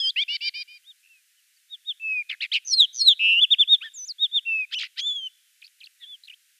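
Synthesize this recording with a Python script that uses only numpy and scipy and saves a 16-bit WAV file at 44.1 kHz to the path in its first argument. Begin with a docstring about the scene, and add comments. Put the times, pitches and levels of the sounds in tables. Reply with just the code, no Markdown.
"""A two-voiced note and a run of nasal calls open a songbird's song, close by over a faint outdoor hiss.
Arched chirps, whistles, rasps, high falling slurs, a buzz, slides and a few faint chips follow.
The two sides of its syrinx are oscillators driven by air: alone each gives a nearly pure tone,
together they beat and make combination tones. Ground, branches and trees return weak reflections;
the recorder rounds the peaks and cuts the bass."""
import sys
import numpy as np
from scipy import signal
from scipy.fft import rfft, irfft, next_fast_len
from scipy.io import wavfile
from scipy.ndimage import uniform_filter1d, map_coordinates

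SR = 44100
rng = np.random.default_rng(int(sys.argv[2]) if len(sys.argv) > 2 else 0)


def persist_wave(psi):
    """Save psi, clipped to +-1, as 16-bit WAV."""
    counts = np.round(np.clip(psi, -1, 1) * 32767).astype(np.int16)
    wavfile.write(sys.argv[1], SR, np.atleast_2d(counts).T)


N = 290619


def amp(db):
    """Amplitude ratio of a level in decibels."""
    return 10 ** (np.asarray(db) / 20)


def along(points, hz):
    """Interpolation of (frequency, value) points on a logarithmic frequency axis."""
    frequencies, values = np.transpose(points)
    return np.interp(np.log(hz + 1), np.log(frequencies), values)


def contours(rows, t):
    """Interpolation of each column after the time, smoothed by a 3 ms moving average."""
    times, *columns = np.transpose(rows)
    return [uniform_filter1d(np.interp(t, times, column), size=130) for column in columns]


def wobble(t, rate):
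    """Low-pass noise: a spline through rate random knots a second."""
    position = (t - t[0]) * rate
    return map_coordinates(rng.standard_normal(int(position[-1]) + 4), [position])


def filtered(x, response):
    """Linear filtering: the spectrum of x times a frequency response."""
    size = next_fast_len(N + SR // 2)
    return irfft(rfft(x, size) * response(np.fft.rfftfreq(size, 1 / SR)), size)[:N]


def gate(t, start, end, edge):
    """Window with raised-cosine edges centred on start and end."""
    u = np.clip(np.minimum(t - start, end - t) / edge + .5, 0, 1)
    return np.sin(np.pi / 2 * u) ** 2


def span(start, length):
    """Sample times of a note, and its progress from 0 to 1."""
    t = np.arange(max(int(start * SR), 0), min(int((start + length) * SR), N)) / SR
    return t, np.linspace(0, 1, len(t))


def arch(u, crest, rise, fall, bend_up=2, bend_down=2):
    """Power-law arch: zero at the crest, lower by rise at the start and by fall at the end."""
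    before = np.maximum(1 - u / crest, 0)
    after = np.maximum((u - crest) / (1 - crest), 0)
    return -rise * before ** bend_up - fall * after ** bend_down


# Spectrum of the outdoor hiss: (frequency [Hz], relative spectral level [dB])
AIR_SPECTRUM = [(59, -68.5), (100, -39), (552, -29.5), (600, -34.5), (995, -19.5), (1180, -21),
                (1580, -6.5), (2570, -4.5), (2980, -3.5), (3310, -7), (4090, -6), (4450, -7.5), (9900, -7),
                (13600, -10.5), (15400, -18.5)]
def air(level_db=-64.37, drift_db=0.36):
    """Spectrally shaped Gaussian noise makes a faint, nearly steady hiss."""
    hiss = filtered(rng.standard_normal(N), lambda hz: amp(along(AIR_SPECTRUM, hz)))
    return hiss / hiss.std() * amp(level_db + drift_db * wobble(np.arange(N) / SR, 1))


# Warbles imposed on whichever note is sounding:
# (first crest [s], end [s], first rate [Hz], last rate [Hz], pitch swing [Hz], level swing [dB])
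WARBLES = [(1.033, 1.082, 127, 51, 220, 10.5), (2.299, 2.345, 48, 100, 321.7, 5.5),
           (2.424, 2.472, 128, 84, 340, 5), (2.54, 2.59, 130, 120, 310, 2),
           (2.672, 2.702, 140, 102, 300, -10), (2.943, 2.99, 136, 112, 300, -9.5),
           (3.196, 3.368, 207, 180, 175.5, 4), (4.796, 4.875, 57, 92, 515, 4),
           (6.014, 6.073, 300, 273, 80, 2)]
def warble(t, fade_share=0.94):
    """Frequency and amplitude modulation by the fast muscles of the syrinx starts at once and eases off."""
    hz, db = np.zeros(len(t)), np.zeros(len(t))
    for start, end, first_rate, last_rate, swing_hz, swing_db in WARBLES:
        age, length = t - start, end - start
        cycle = np.cos(2 * np.pi * age * (first_rate + (last_rate - first_rate) * age / length / 2))
        easing = np.clip((end - t) / (fade_share * length) + .5, 0, 1)
        depth = easing * gate(t, start - .002, end + length, edge=0.0072)
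        hz += swing_hz * depth * cycle
        db += depth * (swing_db * cycle - 0.07 * abs(swing_db))
    return hz, db


def membrane(t, hz, db, rough, flutter_db=0.9):
    """Phase and amplitude of one side of the syrinx; jitter and shimmer are heard as roughness."""
    swing_hz, swing_db = warble(t)
    jitter = rough * (0.82 * wobble(t, 1800) + .45 * wobble(t, 220)) + .002 * wobble(t, 99)
    pitch = (hz + swing_hz) * (1 + jitter)
    unsteady_db = flutter_db * wobble(t, 64) + 22 * rough * wobble(t, 290)
    shimmer = 2.9 * rough * wobble(t, 1700)
    return 2 * np.pi * np.cumsum(pitch) / SR, amp(db + swing_db + unsteady_db) * (1 + shimmer)


# Harmonics and combination tones: (multiple of low pitch [1], multiple of high pitch [1], weight [dB])
COMBINATIONS = [(2, 0, 1), (0, 2, -13.5), (1, 1, -2), (-1, 2, -8.5), (2, -1, -17.5), (3, -1, -15.5),
                (-2, 3, -12.5), (-1, 1, -5.5), (4, 0, -23)]
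def note(t, sides, overtone_db, rough, third_db=-27, edge_s=0.0022):
    """Nonlinear oscillation: one side makes harmonics; two, sharing an air stream, intermodulate."""
    low_phase, low_size = membrane(t, *sides[0], rough)  # a side is (pitch [Hz], level [dB])
    tone = low_size * np.sin(low_phase)
    if len(sides) == 1:
        overtones = low_size * (np.sin(2 * low_phase) + amp(third_db) * np.sin(3 * low_phase))
    else:
        high_phase, high_size = membrane(t, *sides[1], rough)
        tone = tone + high_size * np.sin(high_phase)
        overtones = np.zeros(len(t))
        for m, n, db in COMBINATIONS:
            share = abs(m) / (abs(m) + abs(n))
            size = amp(db) * abs(low_size) ** share * abs(high_size) ** (1 - share)
            overtones += size * np.sin(m * low_phase + n * high_phase + 2 * np.pi * rng.random())
    rush = 1 + 2.5 * amp(overtone_db)  # a tighter syrinx hisses more
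    turbulence = tone * rush * rng.standard_normal(len(t))
    edges = gate(t, t[0] + edge_s / 2, t[-1] - edge_s / 2, edge_s)
    return round(t[0] * SR), np.array([tone, amp(overtone_db) * overtones, turbulence]) * edges


# Response of the windpipe to the overtones: (frequency [Hz], gain [dB])
WINDPIPE = [(700, -41), (1500, -8.5), (3500, 8), (4800, 5), (6000, -10.5), (8000, -4), (11000, -7.5),
            (15000, -28.5)]
# Spectrum of air rushing through the syrinx: (frequency [Hz], relative spectral level [dB])
TURBULENCE = [(1000, -12.5), (2500, 2), (5000, -1.5), (8000, -4), (12500, -16.5), (15000, -20)]
def sing(notes, turbulence_db):
    """Source and filter: the notes add up, the windpipe colours their overtones, and the turbulence takes its
    own spectrum."""
    layers = np.zeros((3, N))
    for first_sample, sound in notes:
        layers[:, first_sample:first_sample + sound.shape[1]] += sound
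    tone, overtones, turbulence = layers
    overtones = filtered(overtones, lambda hz: amp(along(WINDPIPE, hz)))
    turbulence = filtered(turbulence, lambda hz: amp(turbulence_db + along(TURBULENCE, hz)))
    return tone + overtones + turbulence


def slide(rows, gain_db, overtone_db, rough, bite_db=0, bite_s=0.02):
    """Glissando of one side or both; the bite is an onset transient of overtones."""
    t, _ = span(rows[0][0], rows[-1][0] - rows[0][0])
    controls = contours(rows, t)
    sides = [(hz, db + gain_db) for hz, db in zip(controls[::2], controls[1::2])]
    return note(t, sides, overtone_db + bite_db * np.exp((t[0] - t) / bite_s), rough)


# Two-voiced contour:
# (time [s], low pitch [Hz], low relative level [dB], high pitch [Hz], high relative level [dB])
OPENING = [(0, 3420, -22, 5056, -27), (.028, 3178, -26, 5125, -31.5), (.062, 3110, -21.5, 5024, -27),
           (.095, 3260, -21.5, 4780, -28.5), (.11, 3670, -29.5, 3710, -32)]
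def opening_note():
    """Biphonation: the two sides start far apart and close in on one pitch."""
    return slide(OPENING, gain_db=1, overtone_db=-25, rough=.004)


def ground(song, gain_db=-30, delay_s=.014):
    """Reflection: the ground returns a faint copy, delayed by the longer path."""
    return amp(gain_db) * np.pad(song, (int(delay_s * SR), 0))[:N]


def branches(song, gain_db=-36, t60_s=.3, centre_hz=3500, half_width_hz=900):
    """Early scattering: nearby branches return a short flutter in the range of the chirps."""
    t = np.arange(SR // 2) / SR
    impulse = rng.standard_normal(len(t)) * amp(-60 * t / t60_s) * gate(t, 0.013, 1, edge=.01)
    scattered = signal.fftconvolve(song, impulse / np.linalg.norm(impulse))[:N]
    return filtered(scattered, lambda hz: amp(gain_db) / (1 + ((hz - centre_hz) / half_width_hz) ** 4))


# Decay among the foliage: (frequency [Hz], reverberation time [s])
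FOLIAGE_DECAY = [(1500, 0.33), (3500, 1), (8000, 0.031)]
def trees(song, tail_db=-37, echo_db=-42, echo_s=.243, cutoff_hz=4600):
    """Reverberation and echo: foliage scatters a tail and far trees reflect once, both with less treble."""
    hz, t, spectra = signal.stft(rng.standard_normal(SR), SR, nperseg=256)
    decay = amp(-60 * t / along(FOLIAGE_DECAY, hz)[:, None])
    _, tail = signal.istft(spectra * decay, SR, nperseg=256)
    scattered = signal.fftconvolve(song, tail / np.linalg.norm(tail))[:N]
    echo = np.pad(song, (int(echo_s * SR), 0))[:N]
    returned = amp(tail_db) * scattered + amp(echo_db) * echo
    return filtered(returned, lambda f: 1 / np.sqrt(1 + (f / cutoff_hz) ** 6))


def held(t, hz, db, attack_s, bend_share, scoop_s=0.0064, drop_s=0.0047, release_s=0.0069):
    """Onset and release transients: pitch and level scoop up into a held note and drop out of it."""
    age, left = t - t[0], t[-1] - t
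    bend = 0.14 * np.exp(-age / scoop_s) + 0.24 * np.exp(-left / drop_s)
    edge_loss_db = 24 * np.exp(-age / attack_s) + 16.5 * np.exp(-left / release_s)
    return hz * (1 - bend_share * bend), db - edge_loss_db


# Nasal notes, with pitches and levels at mid-note:
# (start [s], length [s], low pitch [Hz], low climb [Hz], high pitch [Hz], high climb [Hz],
#  low level [dB], low swell [dB], high level [dB], high fade [dB], overtone gain [dB])
NASALS = [ (0.159, 0.081, 2220, 648.5, 3186, 1166, -30, 11, -19, 5, -19),
          (0.279, 0.092, 2302, 151, 2936, 295, -36, 20, -26, 7, -7),
          (0.405, 0.091, 2380, 54.5, 3007, 340, -31.5, 16, -30.5, 0, -5.5),
          (0.537, 0.096, 2422, 72, 3085, 120, -35, 0, -39, 4, -5),
          (0.674, 0.11, 2433, -12, 3080, 128, -46.5, -1, -52, 8, -11)]
def nasals(attack_s=0.0042, tighten_db=7, flick_share=0.026, flick_db=3, flick_lead_s=.013, flick_s=0.0067):
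    """Combination tones give a nasal timbre; the weight shifts to the low side before a last flick up."""
    for (start, length, low_hz, low_climb, high_hz, high_climb,
         low_db, swell_db, high_db, fade_db, overtone_db) in NASALS:
        t, u = span(start, length)
        u = u - .5  # progress counted from mid-note
        push = np.exp(-((t[-1] - flick_lead_s - t) / flick_s) ** 2)
        low_pitch = low_hz + low_climb * u
        high_pitch = (high_hz + high_climb * u) * (1 + flick_share * push)
        low = held(t, low_pitch, low_db + swell_db * u + flick_db * push, attack_s, bend_share=0.83)
        high = held(t, high_pitch, high_db - fade_db * u + flick_db * push, attack_s, bend_share=1.1)
        yield note(t, [low, high], overtone_db + tighten_db * u, rough=.008)


# Arched chirps: (start [s], length [s], crest pitch [Hz], crest position [0-1], rise [Hz], fall [Hz],
#  level [dB], loudest position [0-1], swell [dB], overtone gain [dB])
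CHIRPS = [ (0.829, 0.1, 3740, 0.64, 1196, 986, -42.5, 0.69, 28, -26),
          (1.37, 0.035, 3040, .1, 50, 350, -63.5, 0.69, 7, -36),
          (1.562, 0.019, 4700, .05, 50, 550, -60, 0.54, 13, -36),
          (1.685, 0.078, 3776, 0.35, 420, 825, -32, .68, 39, -41),
          (1.845, .084, 3750, .31, 635, 1060, -22.5, 0.59, 42.5, -37),
          (3.503, 0.049, 3680, 0.28, 599, 1700, -9, 0.35, 23, -34.5),
          (3.584, .06, 3569, .25, 406.5, 1275, -10, 0.35, 15, -34),
          (3.676, .088, 3734, 0.37, 466, 552, -9.5, 0.61, 17, -39),
          (4.183, 0.088, 3760, .43, 463, 833, -15.5, 0.56, 28, -39),
          (4.313, 0.086, 3664, 0.45, 283, 955, -15.5, 0.63, 27, -37),
          (4.744, 0.052, 3034, 0.51, 644, 850, -25, 0.66, 3, -10.5),
          (6.057, 0.11, 3488, .41, 101, 670, -38, 0.68, 9, -36)]
def chirps(fade_db=28, collapse_db=11.5, collapse_rough=0.029):
    """Frequency sweep of one side: pitch and level arch, and the tone turns harsh as its pitch collapses."""
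    for start, length, hz, crest, rise, fall, db, loudest, swell_db, overtone_db in CHIRPS:
        t, u = span(start, length)
        pitch = hz + arch(u, crest, rise, fall, bend_down=2.5)
        level = db + arch(u, loudest, swell_db, fade_db, bend_up=1.4, bend_down=3.3)
        collapse = u ** 6
        rough = 0.0005 + collapse_rough * collapse
        yield note(t, [(pitch, level)], overtone_db + collapse_db * collapse, rough)


# Drawn-out whistles: (start [s], length [s], first pitch [Hz], last pitch [Hz],
#  level [dB], fade [dB], attack time [s], overtone gain [dB])
WHISTLES = [ (1.021, 0.076, 2360, 2670, -61.5, -3, 0.007, -30),
            (1.089, .13, 2770, 2400, -51.5, 21.5, 0.0072, -33),
            (1.997, 0.23, 2702, 2410, -22.5, 1.5, .034, -41),
            (4.451, .202, 2763, 2453, -20.5, 4.5, 0.015, -40.5)]
def whistles(waver_share=0.0041, waver_per_s=28):
    """Nearly sinusoidal oscillation of one side, wavering a little on a linear glide."""
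    for start, length, first_hz, last_hz, db, fade_db, attack_s, overtone_db in WHISTLES:
        t, u = span(start, length)
        glide = (first_hz + (last_hz - first_hz) * u) * (1 + waver_share * wobble(t, waver_per_s))
        side = held(t, glide, db - fade_db * u ** 2, attack_s, bend_share=.45)
        yield note(t, [side], overtone_db, rough=.001)


# Short harsh notes: (start [s], length [s], crest position [0-1], low crest [Hz], high crest [Hz],
#  low sag [share of pitch], low level [dB], high level [dB], low loudest position [0-1],
#  high loudest position [0-1], overtone gain [dB], roughness [0-1])
RASPS = [ (2.287, 0.065, .03, 2397, 4000, .33, -32.5, -25.5, 0.18, 0.26, -22.5, 0.05),
         (2.403, 0.064, 0.26, 2515, 4350, 0.18, -24, -26, 0.42, 0.092, -24, 0.03),
         (2.514, 0.074, .33, 2901, 4650, .22, -18, -20, 0.5, 0.082, -22.5, .02),
         (3.803, 0.089, .45, 1836, 3550, .08, -36, -30, 0.6, 0.22, -24.5, .03),
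         (4.703, 0.047, 0.72, 2370, 3500, .05, -39.5, -26, 0.74, 0.92, -5.5, 0.08),
         (4.784, 0.091, 0.087, 2788, 3900, .2, -27, -30, .25, 0.064, -11, 0.08),
         (4.959, 0.053, 0.69, 2413, 3480, .03, -37, -26, 0.63, 0.85, -1.5, 0.06),
         (5.99, 0.074, 0.07, 1965, 3950, 0.12, -56, -37.5, 0.34, 0.75, -32, 0.03)]
def rasps(rise_share=.42, high_sag_ratio=1.8, swell_db=40.5, fade_db=20):
    """Aperiodic vibration: both sides sweep roughly to a crest and sag, each swelling in its own time."""
    for (start, length, crest, low_hz, high_hz, sag,
         low_db, high_db, low_at, high_at, overtone_db, rough) in RASPS:
        t, u = span(start, length)
        low = low_hz * (1 + arch(u, crest, rise_share, sag, bend_up=0.55, bend_down=1.4))
        high_sag = high_sag_ratio * sag
        high = high_hz * (1 + arch(u, crest, rise_share, high_sag, bend_up=0.94, bend_down=0.77))
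        low_level = low_db + arch(u, low_at, swell_db, fade_db, bend_down=2.6)
        high_level = high_db + arch(u, high_at, swell_db, fade_db, bend_down=1.3)
        yield note(t, [(low, low_level), (high, high_level)], overtone_db, rough)


# Contour shared by the slurs:
# (time since the sides meet [s], low pitch [Hz], low relative level [dB], high relative level [dB])
SLUR_CONTOUR = [(-.105, 4806, -73, -48), (-.088, 5000, -58.5, -39), (-.055, 4950, -52.5, -30.5),
                (-.038, 4397, -29, -24.5), (-.016, 4210, -14, -18), (.006, 4300, -23.5, -40.5),
                (.032, 4110, -15.5, -42), (.055, 3756, -4.5, -21.5), (0.065, 3490, -12, -12.5),
                (0.077, 3297, -12.5, -15), (.095, 3147, -18, -20), (.106, 2799, -35.5, -37)]
# Falling slurs: (meeting time [s], gain [dB], high lead-in gain [dB], pitch shift [Hz], beat rate [Hz])
SLURS = [(2.753, -1, 3, -14, 215), (3.033, 0.6, -3, 30.5, 318)]
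def slurs(top_hz=6393, scoop_hz=480, landing_hz=4560, parting_s=(.03, 0.096)):
    """Beating: the high side arches down onto the low one; they fall in unison, then part and beat."""
    first_s, last_s = SLUR_CONTOUR[0][0], SLUR_CONTOUR[-1][0]
    for meet, gain_db, lead_db, shift_hz, beat_hz in SLURS:
        t, u = span(meet + first_s, last_s - first_s)
        age = t - meet
        low, low_db, high_db = contours(SLUR_CONTOUR, age)
        descent = top_hz + arch(1 - age / age[0], 0.13, scoop_hz, top_hz - landing_hz)
        parting = low + beat_hz * np.interp(age, parting_s, [0, 1])
        high = np.where(age < 0, descent, parting)
        entry_rough = 0.024 * gate(age, -.08, -0.064, edge=0.018)
        parting_rough = .012 * gate(age, 0.024, 0.031, edge=0.0072)
        overtone_db = -23 + arch(u, crest=0.59, rise=0, fall=4.8, bend_down=1)
        sides = [(low + shift_hz, low_db + gain_db),
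                 (high + shift_hz, high_db + gain_db + lead_db * (age < 0))]
        yield note(t, sides, overtone_db, rough=0.0058 + entry_rough + parting_rough)


# Contour of the buzz: (time [s], pitch [Hz], relative level [dB])
BUZZ = [(3.192, 2524, -32), (3.202, 2613, -27), (3.224, 2638, -20.5), (3.306, 2689, -17.5),
        (3.366, 2767, -20), (3.396, 2893, -17), (3.406, 3170, -26), (3.418, 3476, -16.5),
        (3.428, 3502, -13), (3.44, 3362, -12), (3.452, 2710, -22), (3.456, 2615, -33)]
def buzz():
    """Modulation sidebands: a fast warble makes a long note buzz before it lifts into a chirp."""
    return slide(BUZZ, gain_db=3.5, overtone_db=-36, rough=0.0012)


# Contour of the high whistle: (time [s], pitch [Hz], relative level [dB])
HIGH_SLIDE = [(3.937, 7387, -51.5), (3.947, 7327, -43), (3.993, 6070, -35.5), (4.047, 5980, -36.5),
              (4.063, 7190, -53.5), (4.075, 6896, -44), (4.093, 5057, -33), (4.109, 4535, -31),
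              (4.124, 4023, -39)]
def high_slide():
    """Glissando of one side: a thin whistle falls, springs back and falls further."""
    return slide(HIGH_SLIDE, gain_db=3, overtone_db=-25, rough=.0014)


# Contour of the long whistle: (time [s], pitch [Hz], relative level [dB])
LONG_SLIDE = [(5.006, 2877, -37.5), (5.014, 3250, -32.5), (5.072, 3570, -23), (5.116, 3420, -26),
              (5.138, 3450, -32.5), (5.164, 3343, -27), (5.22, 3136, -36.5), (5.272, 3043, -31),
              (5.286, 2727, -53)]
def long_slide():
    """Onset transient: a bite of harmonics clears into a whistle that rises and slowly sinks."""
    return slide(LONG_SLIDE, gain_db=2.5, overtone_db=-18, rough=0.0045, bite_db=27)


# Strokes of the faint chips:
# (start [s], length [s], first pitch [Hz], middle pitch [Hz], last pitch [Hz], level [dB])
CHIPS = [ (5.616, .02, 4930, 2502, 4200, -46), (5.636, 0.023, 2510, 2440, 2790, -50),
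         (5.639, .033, 4455, 4400, 4970, -46), (5.676, 0.0075, 4890, 2910, 2563, -46.5),
         (5.802, 0.037, 4820, 2507, 4320, -46), (5.832, 0.0061, 2680, 2495, 2450, -41),
         (5.838, 0.02, 4525, 3823, 3020, -43.5), (5.857, 0.0094, 3350, 4610, 4360, -45),
         (5.867, 0.011, 4460, 2732, 3940, -44.5), (6.235, 0.0067, 4260, 4210, 4030, -42.5),
         (6.244, 0.02, 4070, 4130, 3830, -47), (6.272, 0.021, 4073, 3010, 2160, -41.5),
         (6.295, .023, 3230, 2814, 2210, -40), (6.322, .026, 2570, 2745, 3700, -42)]
def chips(taper_db=9):
    """Random modulation broadens each quick parabolic sweep into a scratch, loudest near its middle."""
    for start, length, first_hz, middle_hz, last_hz, db in CHIPS:
        t, u = span(start, length)
        parabola = np.polyfit([0, .5, 1], [first_hz, middle_hz, last_hz], 2)
        level = db + 3 * wobble(t, 300) + arch(u, 0.37, taper_db, taper_db)
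        yield note(t, [(np.polyval(parabola, u), level)], overtone_db=-27, rough=0.052)


def scene():
    """Superposition of the bird, its reflections and the outdoor hiss."""
    slides = [buzz(), high_slide(), long_slide()]
    opening = opening_note()
    song = sing([*chirps(), *whistles(), *slides], turbulence_db=-35.5)
    song += sing([opening, *nasals()], turbulence_db=-33)
    song += sing(slurs(), turbulence_db=-37.5)
    song += sing(rasps(), turbulence_db=-26)
    song += sing(chips(), turbulence_db=-17.5)
    song += ground(song)
    return (song + branches(song) + trees(song) + air())[None]


def record(dry, headroom=1.2, bass_cut_hz=1120, bass_db=-16, top_hz=15550):
    """Saturation in the preamplifier rounds the peaks; a steep bass shelf and a band limit follow."""
    rounded = headroom * np.tanh(dry[0] / headroom)
    shelf = lambda hz: 1 - (1 - amp(bass_db)) / (1 + (hz / bass_cut_hz) ** 10)
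    return filtered(rounded, lambda hz: shelf(hz) * (hz < top_hz))[None]


dry = scene()
out = record(dry)
persist_wave(out)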